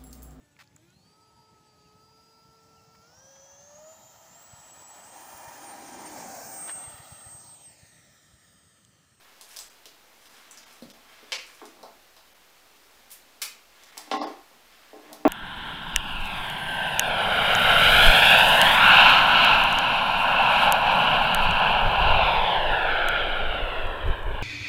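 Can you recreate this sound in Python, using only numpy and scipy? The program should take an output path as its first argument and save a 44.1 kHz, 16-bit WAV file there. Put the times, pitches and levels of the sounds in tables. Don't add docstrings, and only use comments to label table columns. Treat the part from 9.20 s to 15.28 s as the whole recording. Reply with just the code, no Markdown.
import sys
import numpy as np
from scipy import signal
from scipy.fft import rfft, irfft
from scipy.io import wavfile

SR = 44100
rng = np.random.default_rng(int(sys.argv[2]) if len(sys.argv) > 2 else 0)


def voltage_ratio(level):
    return 10 ** (np.asarray(level, float) / 20)


def digitize_waveform(pressure):
    field = np.atleast_2d(pressure).T
    bounded = np.clip(field, -1, 1)
    quanta = np.round(bounded * 32767).astype(np.int16)
    wavfile.write(sys.argv[1], SR, quanta)


N = 268128


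def rms_one(x):
    return x / np.sqrt(np.mean(x ** 2) + 1e-20)


def at_hz(points, hz):
    table_hz, value = np.transpose(points)
    return np.interp(np.log(np.maximum(hz, 1)), np.log(table_hz), value)


def convolve(x, response):
    return signal.fftconvolve(x, response)[:len(x)]


def causal(shape_db, size=16384):
    hz = np.arange(size // 2 + 1) * SR / size
    cepstrum = irfft(shape_db(hz) * np.log(10) / 20)
    cepstrum[1:size // 2] *= 2
    cepstrum[size // 2 + 1:] = 0
    return irfft(np.exp(rfft(cepstrum)))[:size // 2]


def tinted(x, points):
    return convolve(x, causal(lambda hz: at_hz(points, hz)))


def burst(length_ms):
    size = 2048
    chance = rng.standard_normal(size)[::16] ** 2
    delay_s = length_ms / 1000 * np.repeat(chance, 16)[:size // 2 + 1]
    phase = -2 * np.pi * np.cumsum(delay_s) * SR / size
    return irfft(np.exp(1j * phase))[:size // 2]


def add(out, s, db, sound):
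    at = round(s * SR)
    out[at:at + len(sound)] += (voltage_ratio(db) * sound / np.max(np.abs(sound)))[:N - at]


def modes(body, size=16384):
    t = np.arange(size) / SR
    return sum(voltage_ratio(db - 60 * t / t60) * np.sin(2 * np.pi * hz * t) for hz, db, t60 in body)


def snips():
    # start_s, level_db (peak), length_ms
    thick_cut = [
        (2.1206, -16, 1.0),
        (2.1281, -18, 1.0),
    ]
    thin_cut = [
        (4.2167, -24, 1.0),
        (4.2178, -17, 1.6),
        (4.2204, -18, 1.6),
        (4.2252, -23, 2.0),
    ]
    # pitch_hz, level_db (per Hz)
    thick_stem = [(180, -57), (300, -27), (366, -36), (418, -11), (502, 1), (656, -27), (762, -9),
                  (1190, -14), (2280, -2.5), (3030, 1), (3350, -7), (4750, -3), (16000, -37)]
    thin_stem = [(180, -54), (300, -19), (678, -14.5), (1170, -9), (1460, -7.5), (2000, -9), (2280, 0.5),
                 (2930, -3.5), (3700, -2.5), (5900, -4.5), (8220, -5.5), (13300, -8.5), (16000, -6)]
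    # pitch_hz, level_db, t60_s
    blades = [(2310, -30, 0.15), (2380, -28, .16), (2470, -38, 0.15), (2540, -28, 0.13), (3090, -37, 0.023),
              (4700, -48, 0.045), (10500, -33, 0.007)]
    out = np.zeros(N)
    for cuts, stem in ((thick_cut, thick_stem), (thin_cut, thin_stem)):
        for s, db, length_ms in cuts:
            spray = np.pad(burst(length_ms), (0, 8192))
            crack = tinted(spray, stem)
            ring = convolve(spray, modes(blades))
            add(out, s, db, crack / np.max(np.abs(crack)) + ring)
    return out


def ticks(events, length_ms, shelf_db, per_octave_db=0):
    out = np.zeros(N)
    for s, db, centre_hz, octaves in events:
        def hump(hz):
            away = np.log2((hz + 1) / centre_hz)
            shelf = shelf_db + per_octave_db * octaves + 3.6 * np.minimum(away, 0)
            return np.maximum(-6 * (away / max(octaves, 0.1)) ** 2, shelf)
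        colour = np.pad(causal(hump, size=2048), (0, 512))
        add(out, s, db - 0.5, convolve(colour, burst(length_ms)))
    return out


def catch():
    # start_s, level_db (peak), pitch_hz (centre), width_octaves
    clicks = [
        (0.369, -25, 5160, 0.28),
        (0.389, -25, 5370, 0.5),
        (4.7747, -37, 4570, 0.71),
        (4.7774, -21.5, 6150, 0.69),
        (4.7795, -24.5, 4800, 0.95),
        (5.929, -29, 11100, 0.93),
        (5.9302, -31, 4630, 0.59),
    ]
    return ticks(clicks, length_ms=1, shelf_db=-12.5, per_octave_db=3.4)


def handle():
    # start_s, level_db (peak), pitch_hz (centre), width_octaves
    strikes = [
        (4.9136, -19.5, 2630, 0.9),
        (5.0133, -28.5, 4800, 0.26),
        (6.0519, -26, 2560, 0.16),
        (6.0584, -38.5, 2410, 0.22),
    ]
    return ticks(strikes, length_ms=1.3, shelf_db=-36)


def plant_ticks():
    # start_s, level_db (peak), pitch_hz (centre), width_octaves
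    crisp = [(0.2114, -29, 5700, 1), (0.2894, -42, 10200, 0.73), (0.3024, -53, 4990, 0.93),
             (0.3144, -37, 5200, 1), (0.3633, -27.5, 5400, 1), (0.3914, -44, 5000, 0.88),
             (0.3992, -29.5, 7500, 0.22), (0.6564, -31, 3900, 1), (1.0565, -39.5, 3260, 1),
             (1.3108, -33.5, 7060, 0.44), (1.374, -32.5, 5760, 0.36), (1.6232, -37.5, 4360, 0.27),
             (1.701, -34.5, 4060, 0.85), (2.4541, -34, 5300, 0.95), (2.6303, -36.5, 4620, 0.35),
             (2.9656, -41, 3900, 0.65), (4.6356, -35.5, 5070, 0.8), (4.7712, -32, 2220, 0.56)]
    return ticks(crisp, length_ms=0.58, shelf_db=-18.5, per_octave_db=8.6)


def brush():
    start_s, gap_s, level_db, swell_db = 3.893, 0.011, -33, 5
    ribs = [(start_s + gap_s * k, level_db - swell_db * (k - 2) ** 2, 10500, 0.7) for k in range(5)]
    return ticks(ribs, length_ms=4.5, shelf_db=-1)


def taps():
    # start_s, level_db (peak), pitch_hz (centre)
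    dull = [(0.21, -47.5, 720), (0.369, -46, 720), (0.661, -47, 450), (2.028, -43, 367),
            (2.123, -36.5, 567), (2.416, -34, 1040), (2.454, -44.5, 352), (2.63, -37.5, 650),
            (2.968, -49.5, 880), (4.771, -35, 920), (5.016, -19.5, 694), (5.161, -61, 736),
            (5.859, -44.5, 1720), (5.731, -38.5, 613)]
    # start_s, level_db (peak)
    heel = [
        (2.419, -37.5),
        (5.044, -29),
        (5.759, -43.5),
        (5.849, -47),
        (6.052, -12.5),
    ]
    tap_octaves, hand_hz, hand_octaves = 0.65, 354, 0.34
    knuckles = ticks([(*row, tap_octaves) for row in dull], length_ms=1.6, shelf_db=-40)
    flesh = ticks([(*row, hand_hz, hand_octaves) for row in heel], length_ms=1.5, shelf_db=-61)
    return knuckles + flesh


def table(damping):
    mode_hz = [220, 301, 424, 500, 572, 632, 719, 782, 850, 963, 1063, 1355, 1658, 1943, 2480, 3100]
    # level_db, t60_s
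    mode_ring = [(-20, .06), (-3, .2), (-10, .07), (-10, .06), (-7, .08), (-7, .09), (-6, .08), (2, .2),
                 (-6, .1), (-9, .08), (-5, .15), (-16, .08), (-20, .07), (-23, .06), (-24, .04), (-30, .03)]
    return [(hz, db, damping * t60) for hz, (db, t60) in zip(mode_hz, mode_ring)]


def blows(events, body):
    landing_db = 1.5
    out = np.zeros(N)
    sprays = [burst(length_ms) for *_, length_ms in events]
    shares = landing_db * rng.standard_normal((len(events), len(body)))
    for (s, db, tilt_db, _), spray, share in zip(events, sprays, shares):
        tilt = np.clip(tilt_db, -8, 4)
        struck = [(hz, level + tilt * np.log2(hz / 600) + change, t60)
                  for (hz, level, t60), change in zip(body, share)]
        add(out, s, db - 4.5, convolve(modes(struck), spray))
    return out


def knocks():
    # start_s, level_db (peak), tilt_db (per octave)
    single = [
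        (2.416, -37, 4),
        (4.771, -40, -11),
        (4.875, -33, -11),
        (4.915, -7.5, 4),
        (4.935, -12.5, 0),
        (4.999, -19, -8),
        (5.162, -36.5, -1),
    ]
    # start_s, level_db (peak), tilt_db (per octave)
    edge_blows = [
        (5.7315, -31, -4),
        (5.999, -34, -4),
        (6.0512, 0, -3),
        (6.06, -5, -2),
        (6.067, -8, 0),
    ]
    # pitch_hz, level_db
    near_edge = [(220, -14), (301, 7), (424, 8.5), (500, -13), (632, 7.5), (782, 1), (1063, -3), (1658, 4)]
    # low and high limits, pitch_hz
    band_hz = [270, 3400]
    knock_ms = 1.25

    bounce_s, bounce_gap_s, bounce_db, bounce_loss_db = 5.0155, 0.0295, -14.5, 6.5
    bounces = [(bounce_s + bounce_gap_s * k, bounce_db - bounce_loss_db * k, -1) for k in range(5)]

    drag_s, drag_gap_s, drag_db, drag_spread_db = 5.76, 0.019, -44, -1.5
    drag = [(drag_s + drag_gap_s * (k + 0.156 * late), drag_db + drag_spread_db * hard, 2)
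            for k, (late, hard) in enumerate(rng.standard_normal((10, 2)))]

    edge = [(hz, db + at_hz(near_edge, hz), t60) for hz, db, t60 in table(1)]
    middle_hits = blows([(*row, knock_ms) for row in single + bounces], table(0.8))
    edge_hits = blows([(*row, knock_ms) for row in edge_blows + drag], edge)
    radiates = signal.butter(3, band_hz, "band", fs=SR, output="sos")
    return signal.sosfilt(radiates, middle_hits + edge_hits)


def thump():
    # start_s, level_db (peak), tilt_db (per octave), length_ms
    steps = [
        (1.623, -22, 0.5, 2.79),
        (1.655, -26, -10, 2.4),
    ]
    # pitch_hz, level_db, t60_s
    boards = [(71, 25.5, 0.072), (120, 6, 0.074), (172, -1, 0.11), (215, 20, 0.041), (295, 1, 0.064),
              (387, -2, 0.061), (510, 11.5, 0.038), (700, -13, .06)]
    return blows(steps, boards)


def grains(per_s, spread_db):
    chance, size, side = rng.random((3, N))
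    level = voltage_ratio(-spread_db * np.log(size + 0.012))
    return rms_one((chance < per_s / SR) * level * np.sign(side - 0.5))


def strokes(rows):
    rise_db_per_s, fall_db_per_s = 93, 116
    t = np.arange(N) / SR
    levels = [db - rise_db_per_s * np.maximum(s - t, 0) - fall_db_per_s * np.maximum(t - s - hold, 0)
              for s, hold, db in rows]
    return np.max(levels, axis=0)


def handling():
    # start_s, hold_s, level_db
    swishes = [(0.0, .1, -54.5), (.34, .06, -46), (1.15, .4, -48), (1.9, .5, -48.5), (3.8, .12, -58.5),
               (4.6, .26, -49), (5.0, .02, -37.5), (5.5, .4, -51)]
    crackles = [(.3, .1, -45), (1.02, 0.15, -52.5), (1.52, 0.035, -48), (2.28, 0.036, -48),
                (3.5, 0.41, -61), (4.8, .06, -53), (5.2, .1, -63)]
    slides = [(0.0, 0.23, -61.5), (1.0, .95, -57.5), (2.6, 0.092, -49), (3.5, .65, -61.5),
              (4.82, 0.029, -50), (5.18, .6, -57), (5.9, 0.015, -42)]
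    # pitch_hz, level_db (per Hz)
    cloth_colour = [(150, -40.5), (400, -17.5), (1200, -2.5), (2500, -4), (5000, -11.5), (10000, -23.5),
                    (16000, -24)]
    leaf_colour = [(500, -5), (2000, -50), (5000, 5), (8000, 2.5), (12000, -1.5), (16000, -5)]
    cloth = rms_one(tinted(grains(6000, spread_db=8.0), cloth_colour))
    leaves = rms_one(tinted(grains(1500, spread_db=7.5), leaf_colour))
    stutter = rms_one(convolve(grains(400, spread_db=6.0), modes(table(0.075))))
    return (voltage_ratio(strokes(swishes) - 14.0) * cloth
            + voltage_ratio(strokes(crackles) - 15.0) * leaves
            + voltage_ratio(strokes(slides) - 13.0) * stutter)


def reflections():
    # pitch_hz, t60_s
    room_t60 = [(300, 0.36), (790, 0.38), (2090, 0.43), (5510, 0.32), (14600, 0.21)]
    onset_ms = 0.85
    t = np.arange(SR // 2 + 4096) / SR
    edges = 62.5 * 2.0 ** np.arange(9)
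    tail = np.zeros(len(t))
    for low, high in zip(edges, edges[1:]):
        octave = signal.butter(2, [low, high], "band", fs=SR, output="sos")
        band = signal.sosfilt(octave, rng.standard_normal(len(t)))
        fall = voltage_ratio(-60 * t / at_hz(room_t60, np.sqrt(low * high)))
        tail += band * fall / np.sqrt(np.sum(fall ** 2))
    tail *= 1 - np.exp(-(1000 * t / onset_ms) ** 2)
    return tail / np.sqrt(np.sum(tail ** 2))


def room(sources):
    direct = sum(x for x, db in sources)
    sent = sum(voltage_ratio(db) * x for x, db in sources)
    return direct + convolve(sent, reflections())


def scene():
    wood = knocks() + thump()
    dull = taps()
    stems = snips() + plant_ticks() + brush() + handle() + dull + handling()
    return room([(stems, 3.0), (wood, -2), (catch(), -2.5)])[None]


def hiss():
    # pitch_hz, level_db (per Hz)
    colour = [(25, -46), (42, 7), (49, -6), (98, -10.5), (157, -9), (234, -5.5), (424, -3), (810, -2),
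              (2480, -4.5), (4390, -7), (9980, -15), (14800, -13.5), (16000, -11)]
    settle = 4096
    noise = tinted(rng.standard_normal(N + settle), colour)[settle:]
    return voltage_ratio(-56.5) * rms_one(noise)


def treble_gaps(x):
    gaps = [(.492, 6800, -4), (1.09, 5000, -1), (1.452, 7040, -7), (1.615, 6500, 2), (1.728, 7040, -6),
            (2.178, 7760, -1), (3.14, 4500, -2.5), (4.652, 6500, 0), (4.716, 4530, -1), (4.80, 7400, 5),
            (5.001, 6850, -36), (5.057, 6850, -14)]
    gap_ms, gap_ms_per_db = 8.6, 1.23
    hole_db, hole_hz, hole_share, holes_below_hz = -13, 240, 0.55, 7800
    out, half = x.copy(), 2048
    t_ms = 1000 * np.arange(-half, half) / SR
    bins_hz = np.arange(half + 1) * SR / (2 * half) + 1
    for s, hz, depth_db in gaps:
        at = round(s * SR)
        part = slice(at - half, at + half)
        empty = rng.random(128)[(bins_hz / hole_hz).astype(int)] < hole_share
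        holes = empty * (bins_hz > 4 * hole_hz) * (hz < holes_below_hz)
        dip = 1 - (1 - voltage_ratio(depth_db)) / (1 + (hz / bins_hz) ** 16)
        kept = dip * voltage_ratio(hole_db * holes)
        length_ms = gap_ms - gap_ms_per_db * depth_db
        window = np.exp(-(2 * t_ms / length_ms) ** 6)
        out[:, part] -= irfft(rfft(x[:, part]) * (1 - kept)) * window
    return out


def band_limit(x):
    return signal.sosfilt(signal.butter(12, 16490, fs=SR, output="sos"), x)


def record(dry):
    bass_cut_hz, top_cut_hz, offset = 193, 16250, 0.00051
    thin = signal.sosfilt(signal.butter(4, bass_cut_hz, "high", fs=SR, output="sos"), dry)
    loud = thin + hiss() + offset
    held = loud / (1 + (2 * loud) ** 8) ** 0.125
    cut = signal.sosfilt(signal.cheby2(14, 60, top_cut_hz, fs=SR, output="sos"), held)
    finished = treble_gaps(cut)
    return band_limit(finished)


dry = scene()
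out = record(dry)
digitize_waveform(out)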